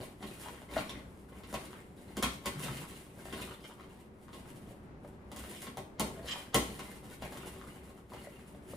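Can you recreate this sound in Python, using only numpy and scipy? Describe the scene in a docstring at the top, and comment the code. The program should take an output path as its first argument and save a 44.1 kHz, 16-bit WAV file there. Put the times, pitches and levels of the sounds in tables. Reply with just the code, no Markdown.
"""Stirring thick dough

A spoon stirs and folds thick dough in a steel saucepan on the coil of an electric stove, heard by two microphones.
Knocks, scrapes and rasps drive the pan's modes and noise washes, and the rubbed pan sings in wavering sines;
dough crackles, smacks and bursts in random snaps and short hollow rings; the pan shifts and groans on the stove top.
A small kitchen echoes it in shaped noise, over a low hum of filtered noise."""
import sys
import numpy as np
from scipy import signal
from scipy.fft import rfft, irfft
from scipy.io import wavfile

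SR = 44100
rng = np.random.default_rng(int(sys.argv[2]) if len(sys.argv) > 2 else 0)


def master(y):
    """Save y as 16-bit WAV."""
    cut = np.clip(np.atleast_2d(y).T, -1, 1)
    pcm = np.round(cut * 32767)  # scale
    wavfile.write(sys.argv[1], SR, pcm.astype(np.int16))


N = 386316

# Levels in the tables are relative; the sources trim some of them further.
# pushes of the spoon through the dough: start_s, length_s, scrape level_db, sticky dough level_db, pan shift level_db
STROKES = [(-.02, 0.022, -43.5, -43, -39.5), (0.237, 0.09, -48.5, -46, -43), (0.413, 0.17, -51, -47.5, -50),
           (0.749, 0.03, -39.5, -42, -38.5), (0.93, 0.056, -53, -63, -49), (1.072, 0.18, -80, -62.5, -61),
           (1.332, 0.095, -55, -58, -51.5), (1.51, 0.26, -51.5, -49, -48), (2.015, 0.35, -55, -54.5, -51),
           (2.465, 0.18, -50, -54, -49), (2.603, 0.19, -43.5, -42, -42), (2.886, 0.15, -54, -49.5, -50.5),
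           (3.19, 0.06, -51, -48.5, -48), (3.299, 0.17, -43.5, -45.5, -41), (3.64, 0.055, -55, -52.5, -51),
           (3.803, 0.028, -54, -62, -48), (3.94, 0.034, -58.5, -55.5, -75), (4.388, 0.13, -53.5, -61, -53),
           (4.61, 0.13, -59.5, -60.5, -48.5), (5.059, 0.018, -65, -63.5, -46.5),
           (5.388, 0.087, -56, -46.5, -43.5), (5.507, 0.16, -58, -43.5, -54),
           (6.04, 0.19, -51.5, -54, -42.5), (6.303, 0.015, -39, -40, -47), (6.388, 0.03, -49, -48.5, -58),
           (6.7, 0.06, -50, -45, -51), (6.833, 0.092, -51.5, -48.5, -51), (7.059, 0.035, -52, -46, -48),
           (7.235, 0.016, -47, -49.5, -42.5), (7.35, 0.13, -47, -48, -44), (7.571, 0.13, -52, -51, -47),
           (7.8, 0.18, -58.5, -57.5, -48), (8.132, 0.06, -48.5, -53.5, -49),
           (8.215, 0.038, -56, -54.5, -54), (8.322, 0.64, -58, -59, -51), (8.715, .06, -56, -47.5, -46.5)]
# dough peeling off as the spoon lifts: start_s, length_s, level_db
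PEELS = [(1.18, 0.026, -61), (1.604, 0.33, -63.5), (2.624, 0.011, -37.5), (4.21, 0.022, -58),
         (4.346, .01, -54), (4.5, 0.0081, -51.5), (7.69, 0.016, -52)]
# spoon against pan: start_s, wall level_db, stove thump level_db, base level_db, tick level_db
KNOCKS = [(0.227, -35.5, -45, -91, -63), (0.7129, -42.5, -62, -44.5, -67), (0.7791, -30.5, -43.5, -57, -69),
          (0.8952, -37.5, -52.5, -69, -53), (1.4352, -43, -64, -61, -66), (1.528, -65, -45, -34, -58),
          (1.541, -28.5, -46, -35, -50.5), (2.169, -31, -39.5, -49, -46),
          (2.2264, -21.5, -39.5, -63, -36.5), (2.2323, -20.5, -41, -50, -44), (2.334, -50, -52, -50, -56),
          (2.4584, -24.5, -43, -45, -40.5), (3.327, -32.5, -51.5, -46, -69),
          (4.3312, -41.5, -53.5, -71, -62), (5.3167, -41.5, -50, -43.5, -57),
          (5.3629, -40.5, -71, -48, -51), (5.6686, -36, -49, -54, -74), (5.7719, -36.5, -47, -34.5, -54),
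          (5.9968, -25, -36.5, -26, -36.5), (6.5447, -16, -30, -23.5, -29.5), (6.633, -49, -65, -48, -58),
          (6.6885, -48, -46.5, -55, -64), (6.7925, -34, -49.5, -50, -53), (7.2227, -36.5, -48.5, -35, -60),
          (7.3232, -42, -62, -40, -61), (8.1356, -43, -57, -39.5, -74)]
# dough tearing off the spoon, but at 0.8943 s the sharp click of the spoon on the pan:
# start_s, level_db, length_s, ring pitch_hz
SNAP_RUNS = [(0.446, -53, .02, 890), (0.46, -52, 0.033, 990), (0.528, -55, 0.023, 610),
             (0.619, -56.5, 0.016, 580), (0.731, -55, 0.034, 520), (0.764, -46, 0.036, 915),
             (0.8943, -50, 0.00217, 3700), (1.731, -55, 0.026, 1090), (2.59, -62, 0.018, 1110),
             (2.662, -47, 0.013, 630), (2.684, -47, 0.017, 1115), (2.782, -63, .015, 1470),
             (3.256, -52.5, 0.035, 706), (3.392, -54, 0.016, 1160), (3.476, -55, 0.016, 1220),
             (3.51, -53.5, 0.016, 1100), (3.644, -62, 0.03, 1290), (3.698, -56.5, 0.019, 1120),
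             (3.798, -57, 0.013, 1140), (4.283, -58.5, 0.029, 1110), (4.449, -62.5, 0.021, 1130),
             (5.396, -59, 0.016, 1220), (5.439, -51.5, 0.024, 644), (5.535, -57.5, .035, 655),
             (5.633, -58, .025, 1140), (7.432, -57, 0.017, 1210), (7.614, -56, 0.038, 1360),
             (7.977, -63.5, 0.017, 1090)]
# air pockets bursting in the dough: start_s, level_db, pitch_hz, t60_s
POCKETS = [(.7655, -22, 667, 0.051), (4.744, -50.5, 583, 0.025), (5.045, -40, 623, 0.037),
           (5.773, -50, 830, 0.036), (7.256, -42, 746, 0.016), (8.271, -39.5, 604, 0.023),
           (8.547, -49, 620, 0.024), (8.735, -37, 540, 0.015)]
# first the bright edge of the spoon's tick on the pan, then rasps of the spoon on bare steel:
# start_s, length_s, level_db, note of the wall at that spot pitch_hz
BRIGHT_RUBS = [(0.892, .025, -57, 5600), (2.63, 0.029, -55, 3580), (2.707, .08, -62, 4420),
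               (3.438, 0.071, -64.5, 4170), (3.641, 0.017, -60.5, 3250), (5.54, 0.041, -60, 2250),
               (6.288, 0.036, -43.5, 3090), (6.38, 0.029, -71, 2200), (6.64, 0.11, -63, 4290),
               (7.33, 0.14, -75, 3600)]
# pan groaning as it is dragged across its coil: time_s, level_db, pitch_hz
GROAN = [(2.50, -70, 155.8), (2.56, -53, 150.4), (2.63, -46.5, 159.6), (2.721, -47, 140.2),
         (2.81, -47, 132), (2.86, -71, 129)]
# sustained notes of the rubbed pan, a low groan of its base, then a thin rim note:
# start_s, length_s, level_db, pitch_hz
RUBBED_NOTES = [(6.175, .065, -55, 670), (6.86, .085, -60.5, 2062)]

# modes of the air in the pan and its dough-damped wall: pitch_hz, level_db, t60_s
PAN_MODES = [(1082, 7, .17), (1145, -2, .1), (1295, -4, .14), (1347, -5, .19), (1545, -9, .09),
             (2062, -4, .19), (2175, -6, .13), (2347, -7, .09), (2750, -7, .05), (3086, -4, .14),
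             (3250, -4, .07), (3480, -6.5, .06), (4015, -7, .07), (4353, -7, .13)]
# modes of the pan base on its coil: pitch_hz, level_db, t60_s
BASE_MODES = [(622, 5, .17), (801, 3, .19), (913, 0, .17)]
# modes of the sheet-metal stove top: pitch_hz, level_db, t60_s
STOVE_MODES = [(61.6, -8, .55), (130, -4.5, .19), (166, -1, .17), (211, 2.5, .15), (275, -3, .2),
               (374.4, -10, .16), (411, -4.5, .15)]
# modes of the pan wall where it is scraped bare: pitch_hz, level_db, t60_s
BARE_WALL_MODES = [(1098, -9, .05), (2120, -7, .022), (2370, -4, .02), (3060, 2, .018), (3560, -2, .012),
                   (3960, -4, .016), (4600, -5, .01), (5200, -6, .018), (6185, -9, .018), (7600, -6, .01)]

# dull pan under a scrape, noise spectrum: frequency_hz, level_db (per hertz)
PAN_COLOUR = [(200, -15), (420, 9), (620, 12.5), (900, 10), (1130, 12), (1450, 7), (1750, 4.5), (2150, 3.5),
              (2650, 2.5), (3300, 3), (4800, -5), (7000, -9), (15000, -10)]
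# knock on the pan wall, noise spectrum: frequency_hz, level_db (per hertz)
KNOCK_COLOUR = [(200, -18), (450, -2), (1080, 1.5), (1650, -5), (2150, -1), (2750, -5), (3400, -3.5),
                (5000, -9), (7000, -15), (15000, -32)]
# pan base, noise spectrum: frequency_hz, level_db (per hertz)
BASE_COLOUR = [(200, -29), (450, -19.5), (620, -5.5), (900, -10), (1300, -18), (3000, -32)]
# bright tick of a knock, noise spectrum: frequency_hz, level_db (per hertz)
TICK_COLOUR = [(1500, -25), (4000, -5), (5500, -3), (7000, -1.5), (8000, 2), (9800, 2), (11500, -2.5),
               (15500, -8)]
# stove top, noise spectrum: frequency_hz, level_db (per hertz)
STOVE_COLOUR = [(35, -18), (60, -16), (95, -11), (130, -1.5), (165, 0), (205, 0), (270, -1.5), (320, -5),
                (400, -2.5), (560, -11), (900, -17), (2000, -60)]
# sticky dough crackle, noise spectrum: frequency_hz, level_db (per hertz)
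DOUGH_COLOUR = [(500, -15), (2000, 6.5), (4500, 1), (6700, 0.5), (8500, 8.5), (10500, 7), (13000, 4),
                (15500, -4.5)]
# smacks and the sharp click, noise spectrum: frequency_hz, level_db (per hertz)
SNAP_COLOUR = [(200, -16), (450, -3), (1100, 0), (1800, -5), (2500, -9), (3300, -8), (5000, -17),
               (15000, -28)]
# kitchen hum, noise spectrum: frequency_hz, level_db (per hertz)
HUM_COLOUR = [(20, -11), (35, -7), (62, 3), (95, -2), (125, -1), (205, -.5), (255, -3.5), (380, -5.5),
              (520, -10), (680, -14), (870, -14), (1100, -16.5), (2100, -25.5), (3200, -34), (6000, -41),
              (15500, -54)]
# different paths round the recorder to its two microphones: frequency_hz, left lead phase_rad
PORT_PHASE = [(550, 0), (850, -.4), (1100, .8), (1400, -.4), (2050, -.6), (3100, -5.6), (4000, -6.2),
              (6600, -5.9), (8700, -9.4), (9800, -12.4), (10400, -12.7), (15500, -21)]

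# the spoon takes hold (ramp); the dough relaxes (time constant); a push eases as the dough gives way
ATTACK_S, RELEASE_S, SAG_DB_PER_S = 0.089, 0.063, 13.5
STICK_SLIP_DB, STICK_SLIP_HZ = 2.6, 48
# the spoon never quite rests between pushes
IDLE_SCRAPE_DB, IDLE_DOUGH_DB, IDLE_SHIFT_DB = -88, -74, -55.5
RUB_RING_SHARE = .35  # of their ring time, kept by the wall's modes under the rubbing spoon
# sticky clumps part under the moving spoon: rate, spread of their snaps, ring time, pitch range
CLUMPS_PER_S, CLUMP_S, CLUMP_T60_S, CLUMP_LOW_HZ, CLUMP_HIGH_HZ = 48, .009, .009, 500, 4600
CLUMP_DB, CLUMP_SPREAD_DB, CLUMP_DB_PER_OCTAVE = .5, 2.6, -2.6
WALL_RING_DB, BASE_RING_DB = -3, -4  # against the dense wash of a knock
# the pan rocks back onto its coil: delay after the knock, level against the listed stove thump
SETTLE_S, SETTLE_DB = .018, -7.5
HOLLOW_DB, HOLLOW_T60_S = 5.5, 0.013  # short ring of each snap, in a smack the gap between spoon and dough
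SPLAT_DB = -8  # tearing wet skin of a pocket, against its tone
RASP_ATTACK_S, RASP_RELEASE_S = 0.03, 0.0079
# squeak level against the wall; wander of its pitch (share) and flutter of its level as the spoon catches
SQUEAK_DB, SQUEAK_WANDER, SQUEAK_FLUTTER_DB = -6.5, .024, 3.5
NOTE_ATTACK_S, NOTE_RELEASE_S = .015, .025  # notes of the rubbed pan
TOP_HZ = 15500


def undb(db):
    """Decibels to gain."""
    return 10 ** (np.asarray(db) / 20)


def unit(x):
    """Scale to rms 1."""
    return x / np.sqrt(np.mean(x ** 2))


def blow(response):
    """Scale a response to rms 1 over its first fiftieth of a second."""
    return response / np.sqrt(np.mean(response[:SR // 50] ** 2))


def fade(t60, size):
    """Exponential decay over size samples, reaching -60 dB after t60 seconds."""
    return np.exp(-np.log(1000) * np.arange(size) / SR / t60)


def colour(x, points):
    """Causal minimum-phase filter through (Hz, dB) points."""
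    hz, db = np.transpose(points)
    size = 8192
    f = np.maximum(np.arange(size // 2 + 1) * SR / size, 1)
    gain = undb(np.interp(np.log(f), np.log(hz), db))
    # folding the cepstrum gathers the response at its start
    cepstrum = irfft(np.log(gain))
    cepstrum[1:size // 2] *= 2
    cepstrum[size // 2 + 1:] = 0
    response = irfft(np.exp(rfft(cepstrum)))
    return signal.oaconvolve(x, response)[:len(x)]


def walk(rate):
    """Random drift through rate new points a second, with a spread near 1."""
    points = rng.standard_normal(int(N / SR * rate) + 2)
    return np.sqrt(3 / 2) * np.interp(np.arange(N) / SR * rate, np.arange(len(points)), points)


def add(track, s, sound):
    """Mix a sound into a track at time s."""
    start = max(int(s * SR), 0)
    track[start:start + len(sound)] += sound[:max(N - start, 0)]


def ring(modes, scatter_db, size=SR // 2):
    """Decaying modes; their shares vary as they would with the place of contact."""
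    out = np.zeros(size)
    for hz, db, t60 in modes:
        t = np.arange(min(size, int(t60 * SR) + 2)) / SR
        level = undb(db + scatter_db * rng.standard_normal())
        out[:len(t)] += level * fade(t60, len(t)) * np.sin(2 * np.pi * (hz * t + rng.random()))
    return unit(out)


def crack(points, t60, direct, size=SR // 2):
    """A click with a dense wash of overlapping short modes; direct is the click's share."""
    wash = fade(t60, size) * rng.standard_normal(size)
    click = direct * signal.unit_impulse(size)
    return unit(colour(wash / np.linalg.norm(wash) + click, points))


def grains(rate, spread_db):
    """Tiny slips or snaps at random moments, a few much larger than the rest."""
    chance = rng.random((3, N))
    hit = chance[0] < rate / SR
    size = np.minimum(-np.log(1 - chance[1, hit]), 3.5)
    out = np.zeros(N)
    out[hit] = undb(spread_db * size) * np.sign(chance[2, hit] - .5)
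    return unit(out)


def pushes(rows, idle_db, attack_s, release_s):
    """Level in dB of a run of (start s, length s, dB) pushes: each takes hold, eases off and relaxes."""
    power = np.full(N, undb(idle_db) ** 2)
    for s, length, db in rows:
        age = np.arange(max(-attack_s, -s), length + 5 * release_s, 1 / SR)
        hold = (1 + age / attack_s).clip(0, 1) ** 2
        relax = np.exp(-np.maximum(age - length, 0) / release_s)
        push = hold * undb(db - SAG_DB_PER_S * age) * relax
        add(power, s - attack_s, push ** 2)
    return 10 * np.log10(power)


def scrape(db):
    """The spoon sticks and slips on the coated steel and parts clumps; the modes it finds change as it travels."""
    slips = unit(grains(rate=420, spread_db=4.5) * undb(4 * np.tanh(walk(60))))
    dull = unit(colour(slips, PAN_COLOUR))
    angle = 1.5 * walk(10)
    damped = [(hz, level_db, t60 * RUB_RING_SHARE) for hz, level_db, t60 in PAN_MODES]
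    # two sets of mode shares trade places as the spoon travels
    steel = np.zeros(N)
    for share in (np.cos(angle), np.sin(angle)):
        steel += share * signal.oaconvolve(slips, ring(damped, scatter_db=1.5, size=SR // 8))[:N]
    mix = undb(-1) * dull + undb(-5) * unit(steel) + undb(CLUMP_DB) * clumps()
    return undb(db - 13.0) * mix


def clumps():
    """Each clump lets go in three quick snaps that ring a small hollow, its pitch sliding as it opens or closes."""
    out, t = np.zeros(N), np.arange(SR // 40) / SR
    for when, height, strength, slide, *gaps in rng.random((int(CLUMPS_PER_S * N / SR), 7)):
        hz = CLUMP_LOW_HZ * (CLUMP_HIGH_HZ / CLUMP_LOW_HZ) ** height
        db = CLUMP_SPREAD_DB * min(-np.log(1 - strength), 3)
        db += CLUMP_DB_PER_OCTAVE * np.log2(hz / CLUMP_LOW_HZ)
        for gap in gaps:
            pitch = hz * (1 + .3 * (slide - .4) * (gap + t / CLUMP_S).clip(0, 2))
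            tone = np.sin(2 * np.pi * np.cumsum(pitch) / SR)
            snap = undb(db) * (1 - gap / 2) * fade(CLUMP_T60_S, len(t)) * tone
            add(out, when * N / SR + gap * CLUMP_S, snap)
    return unit(out)


def dough(db):
    """Sticky dough peels from spoon and pan in a fine wet crackle with a few larger snaps."""
    fizz = grains(rate=4000, spread_db=2.2) * undb(2.6 * walk(50))
    snaps = grains(rate=70, spread_db=3)
    return undb(db - 9.5) * unit(colour(fizz + undb(-6.5) * snaps, DOUGH_COLOUR))


def shifting(db):
    """The pan is dragged a little on its coil and the stove top rumbles."""
    judder = grains(rate=500, spread_db=1.5)
    sheet = unit(signal.oaconvolve(judder, ring(STOVE_MODES, scatter_db=5))[:N])
    # the pan rests on several turns of the coil, so a second, independent judder drives the rumble
    rumble = unit(colour(grains(rate=500, spread_db=4.5), STOVE_COLOUR))
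    return undb(db - 9.0) * (rumble + undb(-1.0) * sheet)


def stirring():
    """Each push scrapes the pan, crackles the dough and shifts the pan, with a shared stick-slip unevenness."""
    s, length, scrape_db, dough_db, shift_db = np.transpose(STROKES)
    uneven = STICK_SLIP_DB * walk(STICK_SLIP_HZ)
    scrape_level = pushes(zip(s, length, scrape_db), IDLE_SCRAPE_DB, ATTACK_S, RELEASE_S)
    dough_level = pushes([*zip(s, length, dough_db), *PEELS], IDLE_DOUGH_DB, ATTACK_S, RELEASE_S)
    shift_level = pushes(zip(s, length, shift_db), IDLE_SHIFT_DB, ATTACK_S, RELEASE_S)
    return scrape(scrape_level + uneven) + dough(dough_level + uneven) + shifting(shift_level + uneven / 2)


def knocks():
    """Each blow ticks, rings the pan's wall and base and thumps the stove top; the pan settles with a second thump."""
    out = np.zeros(N)
    for s, wall_db, stove_db, base_db, tick_db in KNOCKS:
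        wall = crack(KNOCK_COLOUR, t60=.11, direct=.45) + undb(WALL_RING_DB) * ring(PAN_MODES, scatter_db=2)
        base = crack(BASE_COLOUR, t60=.13, direct=.45) + undb(BASE_RING_DB) * ring(BASE_MODES, scatter_db=2)
        tick = crack(TICK_COLOUR, t60=.13, direct=.7)
        add(out, s, undb(wall_db - 14.5) * blow(wall))
        add(out, s, undb(base_db - 12.5) * blow(base))
        add(out, s, undb(tick_db - 0.5) * blow(tick))
        # the sheet metal swells up gradually behind its thump
        sheet = ring(STOVE_MODES, scatter_db=1) * (1 - fade(.05, SR // 2))
        thump, settle = (crack(STOVE_COLOUR, t60=.18, direct=.3) for _ in range(2))
        add(out, s + 0.00314, undb(stove_db + 1.0) * blow(undb(-3.5) * thump + sheet))
        add(out, s + SETTLE_S, undb(stove_db + SETTLE_DB) * blow(settle))
        squeeze = undb(wall_db - 23.5) * contact(KNOCK_COLOUR, soft_s=0.046)
        add(out, s - len(squeeze) / SR, squeeze)
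    return out


def contact(points, soft_s):
    """The spoon squeezes out a film of dough, a noise rising in the moment before it meets the steel."""
    size = SR // 50
    return unit(colour(rng.standard_normal(size), points)) * fade(soft_s, size)[::-1]


def smacks_and_click():
    """Quick runs of short ringing snaps: strands of dough part with an opening hollow; one run is a spoon click."""
    out, size = np.zeros(N), SR // 4
    for s, db, length, hz in SNAP_RUNS:
        run = np.zeros(size + SR // 10)
        for k, (when, strength, detune) in enumerate(rng.random((8, 3))):
            hollow = ring([(hz * (.8 + .4 * detune), 0, HOLLOW_T60_S)], scatter_db=0, size=size)
            snap = crack(SNAP_COLOUR, t60=.04, direct=1, size=size) + undb(HOLLOW_DB) * hollow
            # the first snap opens the run at full strength
            start = int(when * np.clip(length, 0, .09) * SR) if k else 0
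            run[start:start + size] += (strength ** 2 if k else 1) * snap
        add(out, s, undb(db) * blow(run))
    return out


def pockets():
    """Trapped air breaks out with a wet splat: a cavity rings for a few cycles, sinking as the dough gives."""
    out, t = np.zeros(N), np.arange(SR // 10) / SR
    for s, db, hz, t60 in POCKETS:
        sinking_hz = hz * (1 - 0.1 * (1 - np.exp(-t / 0.009)))
        tone = np.sin(2 * np.pi * np.cumsum(sinking_hz) / SR)
        swell = (1 - np.exp(-t / 0.0012)) ** 2 * fade(t60, len(t))
        tear_colour = [(150, -14), (hz / 2, -2), (hz, 0), (hz * 2, -11), (3000, -28), (15000, -48)]
        tear = unit(colour(rng.standard_normal(len(t)), tear_colour))
        add(out, s, undb(db) * swell / swell.max() * (tone + undb(SPLAT_DB) * tear))
    return out


def tick_edge_and_rasps():
    """Slips rattle the bare wall's modes and squeak around the spot's note: first a tick's bright edge, then rasps."""
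    out = np.zeros(N)
    slips = grains(rate=1400, spread_db=2.7) * undb(3 * walk(140))
    travel = np.cumsum(1 + SQUEAK_WANDER * walk(700)) / SR
    catch = undb(SQUEAK_FLUTTER_DB * walk(250))
    for s, length, db, hz in BRIGHT_RUBS:
        wall = unit(signal.oaconvolve(slips, ring(BARE_WALL_MODES, scatter_db=1, size=SR // 10))[:N])
        squeak = unit(catch * np.sin(2 * np.pi * hz * travel))
        level = undb(pushes([(s, length, db)], -140, RASP_ATTACK_S, RASP_RELEASE_S))
        out += level * (wall + undb(SQUEAK_DB) * squeak)
    return out


def groan():
    """The dragged pan judders on its coil at a wavering rate."""
    s, db, hz = np.transpose(GROAN)
    t = np.arange(N) / SR
    wavering_hz = np.interp(t, s, hz) * (1 + .12 * walk(90))
    phase = 2 * np.pi * np.cumsum(wavering_hz) / SR
    tone = unit(np.sin(phase) + 0.12 * np.sin(2 * phase))
    level_db = np.interp(t, s, db, left=-np.inf, right=-np.inf) + 5.4 * walk(50)
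    return undb(level_db) * tone


def rubbed_notes():
    """The rubbed pan sustains slightly wavering notes: a low groan of its base, then a thin rim note."""
    out, t = np.zeros(N), np.arange(N) / SR
    for s, length, db, hz in RUBBED_NOTES:
        end = s + length
        swell = np.interp(t, [s - NOTE_ATTACK_S, s, end, end + NOTE_RELEASE_S], [0, 1, .6, 0])
        level = undb(db + 1.5 * walk(30))
        note = unit(np.sin(2 * np.pi * np.cumsum(hz + 16 * walk(70)) / SR))
        out += level * swell * note
    return out


def kitchen(x, spill, size=SR):
    """Both microphones hear the pan directly; sideways spill returns from stove back and cupboards, then the room."""
    onset = 1 - np.exp(-(np.arange(size) / SR / 0.0065) ** 2)
    # a short decay for the near surfaces, a long one for the room
    envelope = unit(onset * (unit(fade(0.044, size)) + undb(-1.5) * unit(fade(0.39, size))))
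    walls = [(60, -8), (300, -4.5), (550, -4.5), (800, -2), (1150, -2), (1900, 0), (4000, 0), (9000, -4), (15000, -6)]
    washes = (colour(envelope * rng.standard_normal(size), walls) for _ in range(2))
    echo = diffuse(*washes) / np.sqrt(size)
    lead = np.interp(np.arange(N // 2 + 1) * SR / N, *np.transpose(PORT_PHASE))
    left = irfft(rfft(x) * np.exp(1j * lead), N)
    return np.array([left, x]) + undb(3.0) * signal.oaconvolve(spill[None], echo, axes=1)[:, :N]


def diffuse(left, right):
    """Sound from all sides: alike at both microphones in the bass, unrelated in the treble."""
    size = len(left)
    likeness = .94 * np.sinc(np.arange(size // 2 + 1) * SR / size / 1150)
    mid = irfft(rfft(left) * np.sqrt(1 + likeness), size)
    side = irfft(rfft(right) * np.sqrt(1 - likeness), size)
    return np.array([mid + side, mid - side]) / np.sqrt(2)


def hum():
    """The low rush of kitchen appliances: filtered noise from all sides, its level wavering gently."""
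    air = diffuse(*(unit(colour(rng.standard_normal(N), HUM_COLOUR)) for _ in range(2)))
    return undb(-54.5) * undb(1.4 * walk(5.7)) * air


def scene():
    """Strokes, knocks, smacks, rubbed notes and air pockets in the humming kitchen."""
    pan = stirring() + tick_edge_and_rasps() + groan() + knocks() + smacks_and_click()
    # less of the pockets and the rubbed notes reaches the walls
    upward = pockets() + rubbed_notes()
    return kitchen(pan + upward, pan + undb(-7.0) * upward) + hum()


def record(dry):
    """The left microphone is a little stronger in the middle range; the recorder cuts the top."""
    left = colour(dry[0], [(150, 0.84), (500, 1.47), (1000, 1.3), (2200, 3.5), (5000, -0.23)])
    low_pass = signal.ellip(10, .2, 80, TOP_HZ, fs=SR, output="sos")
    return signal.sosfilt(low_pass, np.array([left, dry[1]]))


dry = scene()
out = record(dry)
master(out)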